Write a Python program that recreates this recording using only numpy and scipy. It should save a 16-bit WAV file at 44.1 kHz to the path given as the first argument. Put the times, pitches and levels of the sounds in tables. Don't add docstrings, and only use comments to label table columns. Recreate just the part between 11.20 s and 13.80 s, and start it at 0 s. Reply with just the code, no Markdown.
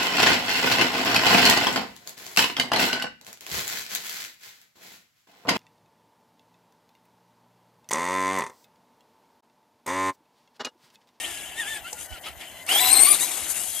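import sys
import numpy as np
from scipy import signal
from scipy.fft import rfft, irfft, next_fast_len
from scipy.io import wavfile
from scipy.ndimage import uniform_filter1d, map_coordinates

SR = 44100
rng = np.random.default_rng(int(sys.argv[2]) if len(sys.argv) > 2 else 0)


def ratio_of_db(decibels):
    return 10 ** (np.asarray(decibels, float) / 20)


def dump_mix(stems):
    frames = np.atleast_2d(stems).T
    limited = np.clip(frames, -1, 1)
    pcm = np.round(limited * 32767).astype(np.int16)
    wavfile.write(sys.argv[1], SR, pcm)


N = 114660
T = np.arange(N) / SR
TOP_HZ = 14280

# [t/s, level/dB, gear
# tone f/Hz, whine over rattle/dB, hiss over rattle/dB]
WEAVE = [
    (0, -31.5, 1846.5, 3.5, 4),
    (.07, -29.5, 1819, -0.5, 0.5),
    (0.124, -32, 1680, -7, 2.5),
    (0.346, -40, 1690, -3.5, 1.5),
    (0.398, -31, 1859, 17, 0.5),
    (0.446, -34.5, 1573, 4.5, 1),
    (0.499, -32.5, 1818, 11.5, 3.5),
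    (0.574, -33.5, 1681.5, 9, 0.5),
    (.615, -46, 1399, -17, 1),
         (0.646, -44.5, 1309, 13, 5),
    (0.684, -32.5, 1530, 0.5, -5.5),
    (0.715, -44, 1513, -23, 8.5),
    (0.762, -49.5, 1390, 6, 12),
    (0.809, -38.5, 1400, -6, 10.5),
    (0.861, -45, 1426, -24, 13),
    (0.878, -53, 1518, 5, 8),
    (0.931, -37, 1494, 1.5, -3.5),
    (0.982, -38, 1300, -4, -6),
         (1.004, -60.5, 1149, -7, 10),
    (1.036, -44, 1094, -14, 7),
    (1.04, -32.5, 1146, -31, -14),
    (1.069, -29, 1255, 5, -5),
    (1.104, -37, 1372, -3.5, -5.5),
    (1.142, -52, 1300, 3, 4.5),
]
COAST = [
    (1.188, -43, 1065, -18, 0),
    (1.213, -33, 1049, -16, -5),
    (1.255, -40, 1037, -13, -1.5),
    (1.28, -46, 1021, -8, 5.5),
    (1.325, -43.5, 1030, 1, 3),
    (1.385, -43.5, 1022, 4.5, 1.5),
    (1.43, -45, 1006, 8, 7),
    (1.456, -51.5, 999.6, -2.5, 6.5),
]
# [t/s, gear tone f/Hz, level/dB, whine over rattle/dB, hiss over rattle/dB]
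LAUNCH = [
    (1.478, 1129, -31.5, -0.5, -8),
    (1.492, 1406, -28, 12.5, 3),
    (1.51, 1445, -27.5, 12, 3),
    (1.526, 1620, -22.5, 12, -1),
    (1.56, 1603, -22, 10.5, -3),
    (1.592, 1722, -21, 10, -5),
    (1.608, 1998, -21, 7.5, 1),
    (1.66, 2030, -20, 8, -3.5),
]
CLOSEST = [
    (1.68, 1942, -20, 7.7, 1),
    (1.7, 2007, -21.5, 13, 2),
    (1.718, 2106, -23.5, 7, 1),
    (1.735, 2137, -22, 8, 0),
    (1.75, 2090, -21, 7, 0),
]
PAST = [
    (1.768, 2068, -21.5, 10, 2),
    (1.796, 2119, -21.5, 6.5, 2.5),
    (1.834, 2208, -24.5, 12.5, 7),
    (1.864, 2197, -21.5, 9, 3.5),
    (1.894, 2414, -23, 11, 2),
    (1.932, 2356, -25.5, 11.5, 7),
    (1.951, 2098, -23.5, -1, 6),
    (1.972, 1850, -28.5, 0, 6),
    (1.99, 1740, -28, -17, 3),
]
BLIP = [
    (2.002, 1777, -27, -2, 7.2),
    (2.008, 1801, -27.5, 13, 5.7),
    (2.021, 1886, -29.5, 15, 12.2),
    (2.048, 2040, -30, 9, 8),
    (2.068, 1942, -30.5, -19, 6),
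]
# [t/s, level/dB, gear tone f/Hz, whine over rattle/dB, hiss over rattle/dB]
AWAY = [
    (2.152, -30, 1775, -27, 6.5),
    (2.271, -33, 1510, -35, 5.9),
    (2.31, -32, 1400, -10, 12.5),
    (2.339, -35.5, 1360, -14, 8),
    (2.369, -33, 1320, -4, 11.9),
    (2.469, -37, 1604, -4, 11.5),
    (2.6, -34, 1647, 6, 9.4),
]
TURNED_S, TURNING_S = 1.46, .01

# [multiple of the gear tone, front-on level/dB, side-on level/dB]
ORDERS = [(.375, -45, -12), (.5, -13, -12), (1, -0.5, -10.5), (1.5, -19, -27), (2, -7, -1.5),
          (3, -12.5, -23), (3.5, -13, -16), (4, -9.5, -2), (5, -18.5, -27), (6, -41, -21)]
FLUTTER_HZ, FLUTTER_SHARE, FRONT_SHARE, SIDE_LEAST_SHARE = 50, .22, .1, .45
SKIRT, SKIRT_FASTER, JITTER = .24, 5, .01
DROPS_OUT_S, DROPS_DB_PER_S = 1.8, 400
# [f/Hz, width/Hz, level/dB]
SHELL = [(2950, 1090, 7), (3830, 160, 1.5), (4138, 340, 2.5), (4530, 290, -2.5), (7050, 660, -6.5),
         (8600, 430, 13.5), (9490, 730, 7), (10700, 520, 16), (12000, 2100, 15)]
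# [f/Hz, width/Hz, level/dB]
PANELS = [(785, 115, 6), (2280, 240, 0)]
# [f/Hz, width/Hz, level/dB]
NOSE = [(1390, 160, 0), (1620, 320, -1), (2160, 200, 10.5)]
# [f/Hz, width/Hz, level/dB]
FLANK = [(1135, 235, 3)]
# [f/Hz, width/Hz, level/dB]
RING = [(8630, 480, 1), (12170, 1100, -7)]
SHELL_FLOOR_DB, RING_DB = -16, -18.5
ECHO_DB, ECHO_T60 = -9, 0.12

# [f/Hz, width/Hz, front-on level/dB, side-on level/dB]
CHASSIS = [(321, 140, -6.5, -7.5), (748, 180, -11.5, -9), (1400, 85, -10, -31), (2215, 580, -5, -11),
           (2794, 270, 0, -8.5), (3076, 99, 6, -14), (3353, 106, -0.5, -7.5), (3710, 1170, -9, -8.5),
           (5340, 2300, -5.5, -4.5)]
RATTLE_DB, LUMPS_DB, LUMP_HZ = -5.5, 0.5, 118.4
RATTLE_FLOOR_DB, RATTLE_PATCHY_DB, RATTLE_TOP_HZ = -16, 3, 4000
# [f/Hz, level/dB per Hz]
TYRES = [(2940, -15), (5000, -10.5), (5670, -12), (6210, -2), (7650, -1), (10100, -1.5), (12400, -8.5),
         (14100, -24.5)]
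HISS_DB, GRIT_DB, GRIT_HZ, HISS_PATCHY_DB = -9, 0.5, 59.8, 1.6
LEAVING_S, THIN_HZ, THIN_DB_PER_S = 2.35, 1300, 46

# [f/Hz, level/dB per Hz]
STREET = [(53, -30), (90, -7), (479, -9.5), (686, 3), (1320, -17.5), (1470, -10.5), (2060, -3), (2490, -70),
          (14100, -12.5)]
STREET_DB, STREET_PATCHY_DB = -46.5, 1.5
# [f/Hz, level/dB per Hz]
WIND = [(20, -40), (38, -14), (60, 0), (105, -8), (150, -30), (220, -90)]
# [t/s, peak level/dB]
BUMPS = [
    (0.281, -55),
    (0.508, -56),
    (0.64, -60),
    (0.82, -54),
    (0.911, -39.5),
    (1.159, -51),
    (1.678, -46),
    (1.799, -43),
    (2.219, -48),
    (2.496, -57),
]
WIND_DB, WIND_RIGHT_DB = -68, 15
BUMP_S, BUMP_HZ, BUMP_SAG = 0.012, 69.4, 22
# [t/s, peak level/dB, f/Hz, t60/s]
TICKS = [
    (0.7292, -24, 7500, 0.034),
    (1.465, -31, 8600, 0.023),
    (1.49, -20, 2404, 0.3),
]

# [f/Hz, left over right/dB]
FAR_SIDES = [(60, 11), (130, 3.5), (280, -0.5), (610, 2), (1330, 1.5), (2900, 2.5), (6290, 4), (13700, 14)]
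# [f/Hz, left over right/dB]
NEAR_SIDES = [(60, -2), (130, 0), (280, -1), (610, 2), (1330, -0.5), (2900, 0), (6290, 7), (13700, 23.5)]
# [f/Hz, likeness 0-1]
ALIKE = [(60, 0.6), (180, 1), (600, 0.94), (1100, 0.87), (2000, 0.77), (4620, 0.66), (13700, 0.056)]
LEAD_S = 2e-5
# [from t/s, to t/s, f/Hz]
MUTED = [(.02, .07, 5150), (.09, .22, 4300), (.21, .28, 5150), (.26, .41, 5000), (.28, .36, 4150),
         (.41, .49, 4200), (.5, .71, 5520), (.58, .66, 4720), (.76, .87, 5400), (.79, .83, 4520),
         (.81, .85, 4150), (.84, .99, 3650), (.93, 1.14, 5850), (1.16, 1.2, 4800), (1.21, 1.29, 5850),
         (1.28, 1.4, 3780), (1.32, 1.45, 5750), (1.56, 1.72, 4520), (1.6, 1.66, 6250), (1.74, 1.8, 6750),
         (1.79, 1.87, 4880), (1.86, 1.89, 5080), (2.0, 2.03, 2550)]
MUTED_WIDTH_HZ, MUTED_EDGE_S = 190, .008


def unit(x):
    return x / np.sqrt(np.mean(x ** 2) + 1e-20)


def along(points, hz):
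    f, v = np.transpose(points)
    return np.interp(np.log(hz + 1), np.log(f + 1), v)


def wobble(rate_hz):
    return map_coordinates(rng.standard_normal(N // 5), [T * rate_hz])


def filtered(x, response):
    m = next_fast_len(N + 8192)
    return irfft(rfft(x, m) * response(np.fft.rfftfreq(m, 1 / SR)), m)[..., :N]


def peaks(table, hz, floor_db):
    power = ratio_of_db(2 * floor_db)
    for centre_hz, width_hz, db in table:
        power = power + ratio_of_db(2 * db) / (1 + (2 * (hz - centre_hz) / width_hz) ** 2) ** 2
    return np.sqrt(power)


def noise(gain, patchy_db):
    z = signal.stft(rng.standard_normal((2, N)), nperseg=256)[2]
    patches = uniform_filter1d(rng.standard_normal(z.shape[1:]), size=4, axis=0)
    patches = unit(uniform_filter1d(patches, size=10, axis=1))
    pair = signal.istft(z * ratio_of_db(patchy_db * patches), nperseg=256)[1][:, :N]

    def mid_side_gain(hz):
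        angle = np.arccos(np.clip(along(ALIKE, hz), 0, 1)) / 2
        return gain(hz) * [np.cos(angle), np.sin(angle)]

    mid, side = filtered(pair, mid_side_gain)
    return unit(np.array([mid + side, mid - side]))


def ports(x, sides):
    sign = np.array([[.5], [-.5]])
    return filtered(x, lambda hz: ratio_of_db(sign * along(sides, hz)) * np.exp(2j * np.pi * sign * hz * LEAD_S))


def drive():
    def tone_first(rows):
        return [(s, hz, db, whine_db, hiss_db) for s, db, hz, whine_db, hiss_db in rows]

    rows = tone_first(WEAVE + COAST) + LAUNCH + CLOSEST + PAST + BLIP + tone_first(AWAY)
    s, *columns = np.transpose(rows)
    return [np.interp(T, s, column) for column in columns]


def flutter(rate_hz):
    return (wobble(rate_hz) + 1j * wobble(rate_hz)) / np.sqrt(2)


def whine(tone_hz, turned):
    phase = 2 * np.pi * np.cumsum(tone_hz * (1 + JITTER * wobble(60))) / SR
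    out = np.zeros(N)
    for k, front_db, side_db in ORDERS:
        hz = k * tone_hz
        front_share = FRONT_SHARE * k ** 3
        side_share = max(FLUTTER_SHARE * k, SIDE_LEAST_SHARE)
        share = np.minimum((1 - turned) * front_share + turned * side_share, .9)
        carrier = np.sqrt(1 - share) + np.sqrt(share) * flutter(FLUTTER_HZ * max(k, 1))
        carrier = carrier + SKIRT * np.sqrt(k) * flutter(SKIRT_FASTER * FLUTTER_HZ * k)

        shell = peaks(PANELS + SHELL, hz, SHELL_FLOOR_DB)
        shell = shell + (1 - turned) * peaks(NOSE, hz, -np.inf) + turned * peaks(FLANK, hz, -np.inf)
        drop_db = (k < .5) * DROPS_DB_PER_S * np.clip(T - DROPS_OUT_S, 0, 1)
        gain = ratio_of_db(front_db + turned * (side_db - front_db) - drop_db) * shell
        out += gain * (hz < TOP_HZ) * np.real(carrier * np.exp(1j * k * phase))
    return out


def echo(teeth):
    tail = rng.standard_normal((2, SR // 5)) * ratio_of_db(-60 * T[:SR // 5] / ECHO_T60)
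    return signal.fftconvolve(teeth[None], tail / np.linalg.norm(tail[0]), axes=1)[:, :N]


def rattle(turned):
    def body(table):
        def gain(hz):
            low_cut = hz ** 2 / (hz ** 2 + 300 ** 2)
            return peaks(table, hz, RATTLE_FLOOR_DB) * low_cut / (1 + (hz / RATTLE_TOP_HZ) ** 4)
        return noise(gain, RATTLE_PATCHY_DB)

    front = [(hz, width, db) for hz, width, db, _ in CHASSIS]
    side = [(hz, width, db) for hz, width, _, db in CHASSIS]
    return (1 - turned) * body(front) + turned * body(side)


def tyre_hiss():
    return noise(lambda hz: ratio_of_db(along(TYRES, hz)), HISS_PATCHY_DB)


def truck():
    tone_hz, level_db, whine_db, hiss_db = drive()
    turned = np.clip((T - TURNED_S) / TURNING_S, 0, 1)
    teeth = ratio_of_db(level_db + whine_db - 10.0) * whine(tone_hz, turned)
    lumps_db = LUMPS_DB * wobble(LUMP_HZ) + 0.3 * wobble(25.1)
    grit_db = GRIT_DB * wobble(GRIT_HZ) + 1.38 * wobble(400)

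    both = teeth + ratio_of_db(ECHO_DB) * echo(teeth)
    both = both + ratio_of_db(level_db + RATTLE_DB + lumps_db) * rattle(turned)
    both = both + ratio_of_db(level_db + HISS_DB + hiss_db + grit_db) * tyre_hiss()
    both = both + turned * ratio_of_db(level_db + whine_db + RING_DB) * shell_ring()
    both = thinned(both)
    return ports((1 - turned) * both, FAR_SIDES) + ports(turned * both, NEAR_SIDES)


def street():
    background = noise(lambda hz: ratio_of_db(along(STREET, hz)), STREET_PATCHY_DB)
    return ratio_of_db(STREET_DB) * ports(background, FAR_SIDES)


def wind():
    rumble = unit(filtered(rng.standard_normal((2, N)), lambda hz: ratio_of_db(along(WIND, hz))))
    out = ratio_of_db(WIND_DB + 5.0 * wobble(23.2)) * rumble
    for (s, db), turns in zip(BUMPS, rng.random((len(BUMPS), 2))):
        t = T - s - .015
        swing = np.cos(2 * np.pi * (BUMP_HZ * t * (1 - BUMP_SAG * t / 2) + turns[:, None]))
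        out = out + ratio_of_db(db) * np.exp(-.5 * (t / BUMP_S) ** 2) * swing
    return out * ratio_of_db([[-WIND_RIGHT_DB / 2], [WIND_RIGHT_DB / 2]])


def grit():
    out, t = np.zeros((2, N + 4000)), T[:4000]
    thud = np.sin(2 * np.pi * 850 * t) + 0.67 * np.sin(2 * np.pi * 500 * t)
    thud = 0.24 * ratio_of_db(-60 * t / 0.083) * thud
    for s, db, hz, t60 in TICKS:
        burst = rng.standard_normal((3, 4000))
        b, a = signal.butter(1, [hz * 0.87, min(hz * 1.06, 20000)], "band", fs=SR)
        crack = signal.lfilter(b, a, burst[0] + 3.0 * burst[1:])
        start = round(s * SR)
        out[:, start:start + 4000] += ratio_of_db(db) * (ratio_of_db(-60 * t / t60) * crack + (s < 1) * thud)
    return out[:, :N]


def shell_ring():
    return noise(lambda hz: peaks(RING, hz, -np.inf), patchy_db=4)


def thinned(x):
    low = filtered(x, lambda hz: 1 / (1 + (hz / THIN_HZ) ** 6))
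    return x - low * (1 - ratio_of_db(-THIN_DB_PER_S * np.clip(T - LEAVING_S, 0, 1)))


def scene():
    return truck() + grit() + street() + wind()


def muted(x):
    for start, end, centre_hz in MUTED:
        gate = np.clip(np.minimum(T - start, end - T) / MUTED_EDGE_S, 0, 1)
        band = filtered(x, lambda hz: 1 / (1 + (2 * (hz - centre_hz) / MUTED_WIDTH_HZ) ** 6))
        x = x - gate * band
    return x


def band_limit(x):
    return signal.sosfilt(signal.butter(12, 14270, fs=SR, output="sos"), x)


def record(dry):
    limited = filtered(dry, lambda hz: hz < TOP_HZ)
    mix = muted(np.clip(limited, -1, 1))
    return band_limit(mix)


dry = scene()
out = record(dry)
dump_mix(out)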